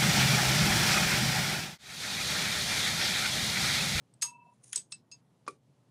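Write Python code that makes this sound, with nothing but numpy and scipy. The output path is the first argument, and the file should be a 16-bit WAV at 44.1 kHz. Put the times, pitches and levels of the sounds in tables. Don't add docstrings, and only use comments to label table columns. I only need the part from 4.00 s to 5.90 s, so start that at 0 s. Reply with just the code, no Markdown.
import sys
import numpy as np
from scipy import signal
from scipy.fft import rfft, irfft
from scipy.io import wavfile
from scipy.ndimage import uniform_filter1d

SR = 44100
rng = np.random.default_rng(int(sys.argv[2]) if len(sys.argv) > 2 else 0)


def pcm_store(signal):
    levels = np.round(np.clip(np.atleast_2d(signal), -1, 1) * 32767)
    wavfile.write(sys.argv[1], SR, levels.astype(np.int16).T)


N = 83790
TIME_S = np.arange(N) / SR
FREQ_HZ = np.maximum(np.arange(N // 2 + 1) * SR / N, 1)

# frequency in Hz, level in dB, T60 in seconds.
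FREE_BEAKER_MODES = [(952, -50.5, 1.5), (981.5, -54.5, 1.55), (2631.5, -52, .66), (2647, -50.5, .68),
                     (4230, -47, .1), (4690, -45, .135), (4983, -33.5, .14), (5091, -35.5, .13),
                     (5795, -44, .135), (6528, -24, .158), (6640, -36, .125), (7575, -46, .11),
                     (8073, -32, .14), (8183, -39, .15), (8408, -38, .15), (8665, -38, .135),
                     (9137, -45, .115), (9584, -45, .115), (11290, -42, .11), (11900, -46, .095)]
HELD_BEAKER_MODES = [(933, -68.5, 0.15), (2645, -45.5, 0.22), (4076, -49, 0.081), (4824, -56.5, 0.3),
                     (5358, -41.5, 0.055), (6400, -48, .11), (6270, -58.5, 0.075), (8200, -36.5, .1),
                     (7940, -46.5, 0.36), (9000, -57, 0.11), (8160, -46, 0.21), (9110, -65, 0.03)]
HOLDER_MODES = [(320, -52, .12), (405, -44, .12), (470, -44, .1), (545, -48, .05), (1090, -41, .04),
                (1160, -26, .056), (1255, -38, .06), (1360, -39, .055), (2420, -46, .085), (5180, -54, .09),
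                (7000, -58, .08)]
# start in seconds, level in dB, favoured frequency in Hz,
# fall-off in dB per octave squared, free ringing time in seconds.
FREE_BEAKER_BLOWS = [(.223, 0, 4000, .02, .305), (.766, -8, 1000, 6, .012), (1.117, -6, 2600, 8.5, .034)]
HELD_BEAKER_BLOWS = [(.7585, 8.5, 9040, 6, 0.043), (0.9233, 0, 3030, 0.71, 0.026)]
HOLDER_BLOWS = [(0.226, -13, 228, 6.1, .025), (0.768, -11, 220, 4.4, .035), (1.478, 0.5, 908, 0.13, 0.043)]
# start in seconds, level in dB, rise in seconds,
# lower and upper edge in Hz, resonance in Hz, resonance gain in dB, room tail in dB.
CONTACTS = [(0.138, -53.5, 0.00086, 3500, 11800, 8330, 16, -26),
            (0.2132, -36.5, 0.005, 2500, 8360, 3800, -11, -9),
            (.2195, -19, 0.0016, 3300, 11600, 8460, 9.5, -13),
            (0.2228, -23.5, .0008, 1700, 10350, 5850, 5.5, -19),
            (.2270, -29, 0.00027, 1050, 10200, 1204, 10, -14), (.46, -61, 0.013, 620, 805, 697, 4, -2.5),
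            (.638, -57.5, 0.0019, 4000, 11000, 9000, 5, -18.5),
            (0.724, -40.5, 0.00049, 2550, 8750, 6630, 21, -4.5),
            (0.7299, -26, 0.00048, 4500, 10500, 10130, 14, -32.5),
            (0.73, -32, 0.00058, 1465, 3860, 3304, 7.5, -18),
            (0.7453, -52.5, .001, 1470, 10900, 6860, 5.5, 10.5),
            (0.756, -52, 0.0023, 3020, 11000, 6840, -4, -10),
            (.7585, -19, 0.0006, 4500, 10000, 8340, 13.5, -20.5),
            (0.7614, -25, 0.000509, 3210, 10000, 6590, 17, -18.5),
            (0.7759, -31.5, .0005, 2500, 10800, 3500, 7, -20),
            (0.9198, -31.5, 0.0019, 3570, 10100, 4000, 14.5, -23),
            (0.9233, -34.5, 0.00048, 1300, 8450, 5160, 14, -19.5),
            (1.1142, -39.5, 0.0025, 3270, 8870, 4850, 11, -19.5),
            (1.1161, -55.5, 0.00066, 1219, 10390, 2380, 7, -12),
            (1.465, -57, 0.00034, 300, 6570, 600, 7, 1.5), (1.478, -37.5, 0.0019, 400, 10500, 9300, 9, -20),
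            (1.482, -36.5, .0005, 894, 9860, 2370, 17.5, -21.5), (1.479, -46, 0.0018, 273, 569, 400, 7, 0),
            (1.507, -51, 0.0016, 2480, 10500, 9520, 8, -39)]
# time in seconds, level in dB.
SLIDE_LEVELS = [(.42, -97.5), (0.459, -84.5), (.5, -94.5), (0.536, -80), (.6, -93), (0.629, -77),
                (0.642, -53), (0.65, -64.5), (.68, -62), (.72, -62), (.755, -53.5), (.78, -90),
                (0.889, -93), (0.919, -61), (.93, -119)]
# frequency in Hz, relative level in dB.
TICK_SPECTRUM = [(300, 5), (1000, 2.5), (2500, -4.5), (4000, -0.5), (6500, -0.5), (9000, -0.5), (11500, -4),
                 (12600, -14), (15500, -4)]
SLIDE_SPECTRUM = [(600, -38.5), (1800, -15), (4700, -15), (6900, -1), (7800, -12.5), (9000, 2.5),
                  (10500, -5.5), (12000, -31), (15000, -45.5)]
BACKGROUND_SPECTRUM = [(25, -30.5), (55, -25.5), (90, -13.5), (112, -10), (130, 3), (165, -5), (250, -9),
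                       (340, -15.5), (550, -18.5), (1000, -23), (1600, -31.5), (3000, -33.5),
                       (10500, -39.5), (11500, -45.5), (15500, -54.5)]


def beaker_clinks():
    free = struck(FREE_BEAKER_MODES, FREE_BEAKER_BLOWS, rise_s=.002)
    held = struck(HELD_BEAKER_MODES, HELD_BEAKER_BLOWS, rise_s=.00033)
    return free + held


def holder_knocks(low_cut_hz=278):
    highpass = signal.butter(3, low_cut_hz, "high", fs=SR, output="sos")
    return signal.sosfilt(highpass, struck(HOLDER_MODES, HOLDER_BLOWS, rise_s=.0007))


def struck(modes, blows, rise_s, stop_t60_s=.06):
    out, t = np.zeros(N), TIME_S[:SR // 2]
    for start_s, level_db, favoured_hz, fall_db, free_s in blows:
        ring = np.zeros_like(t)
        for hz, mode_db, t60_s in modes:
            gain = from_db(level_db + mode_db - fall_db * np.log2(hz / favoured_hz) ** 2)
            ring += gain * decay(t, t60_s) * np.sin(2 * np.pi * hz * t)
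        attack = 1 - np.exp(-t / rise_s)
        add(out, start_s, ring * attack * decay(t - free_s, stop_t60_s))
    return out


def contact_ticks(t60_s=.018, peak_width_oct=.091):
    out = np.zeros(N)
    for start_s, level_db, rise_s, low_hz, high_hz, peak_hz, peak_db, room_db in CONTACTS:
        band = 1 / np.sqrt((1 + (low_hz / FREQ_HZ) ** 12) * (1 + (FREQ_HZ / high_hz) ** 20))
        peak = from_db(peak_db * np.exp(-.5 * (np.log2(FREQ_HZ / peak_hz) / peak_width_oct) ** 2))
        crack = noise(spectrum_gain(TICK_SPECTRUM) * band * peak)
        direct = (1 - np.exp(-TIME_S / rise_s)) * decay(TIME_S, t60_s)
        tail = from_db(room_db) * room_envelope()
        add(out, start_s, from_db(level_db) * (direct + tail) * crack)
    return out


def bar_slide(slips_per_s=1100, spread_db=2.2, slip_t60_s=.02):
    onsets = rng.random(N) < slips_per_s / SR
    slips = onsets * from_db(spread_db * np.minimum(rng.exponential(1, N), 4))
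    energy = signal.lfilter([1], [1, -decay(2 / SR, slip_t60_s)], slips ** 2)
    grains = np.sqrt(energy + 1e-18) * rng.standard_normal(N)
    scrape = irfft(rfft(grains) * spectrum_gain(SLIDE_SPECTRUM), N)
    times_s, levels_db = np.transpose(SLIDE_LEVELS)
    sliding = (TIME_S > times_s[0]) * (TIME_S < times_s[-1])
    return from_db(np.interp(TIME_S, times_s, levels_db)) * sliding * scrape / np.std(scrape)


def room_reflections(x, level_db=-25):
    response = rng.standard_normal(N) * room_envelope()
    return from_db(level_db) * signal.fftconvolve(x, response / np.linalg.norm(response))[:N]


def room_envelope(build_s=.004, t60_s=.175):
    return (1 - np.exp(-TIME_S / build_s)) * decay(TIME_S, t60_s)


def background(hum_hz=118.6, hum_db=-76, noise_db=-67):
    hum = np.sqrt(2) * np.sin(2 * np.pi * (hum_hz * TIME_S + rng.random()))
    return from_db(hum_db) * hum + from_db(noise_db) * noise(spectrum_gain(BACKGROUND_SPECTRUM))


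def suppress_echo(x, delay_s=.094, t60_s=.25, echo_db=-22, max_cut_db=5):
    _, frame_s, frames = signal.stft(x, SR, nperseg=512, noverlap=384)
    power = uniform_filter1d(abs(frames) ** 2, size=11, axis=-2)
    power = uniform_filter1d(power, size=3, axis=-1)
    pole = decay(2 * frame_s[1], t60_s)
    lingering = signal.lfilter([1 - pole], [1, -pole], power)
    delayed = np.array([np.interp(frame_s - delay_s, frame_s, band) for band in lingering])
    echo_power = delayed * from_db(2 * echo_db)
    gain = from_db(-max_cut_db * echo_power / (echo_power + power + 1e-20))
    return signal.istft(frames * gain, SR, nperseg=512, noverlap=384)[1][:N]


def from_db(db):
    return 10 ** (np.asarray(db) / 20)


def decay(t, t60_s):
    return np.exp(-np.log(1000) * np.maximum(t, 0) / t60_s)


def spectrum_gain(points):
    hz, db = np.transpose(points)
    return from_db(np.interp(np.log(FREQ_HZ), np.log(hz), db))


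def noise(bin_gain):
    x = irfft(rfft(rng.standard_normal(N)) * bin_gain, N)
    return x / np.std(x)


def add(out, start_s, sound):
    start = int(start_s * SR)
    part = sound[:N - start]
    out[start:start + len(part)] += part


def scene():
    ringing = beaker_clinks() + holder_knocks()
    return (ringing + room_reflections(ringing) + contact_ticks() + bar_slide() + background())[None]


def record(dry):
    cutoff_hz = 15550
    lowpass = signal.ellip(10, .1, 70, cutoff_hz, fs=SR, output="sos")
    return signal.sosfilt(lowpass, suppress_echo(dry[0]))[None]


dry = scene()
out = record(dry)
pcm_store(out)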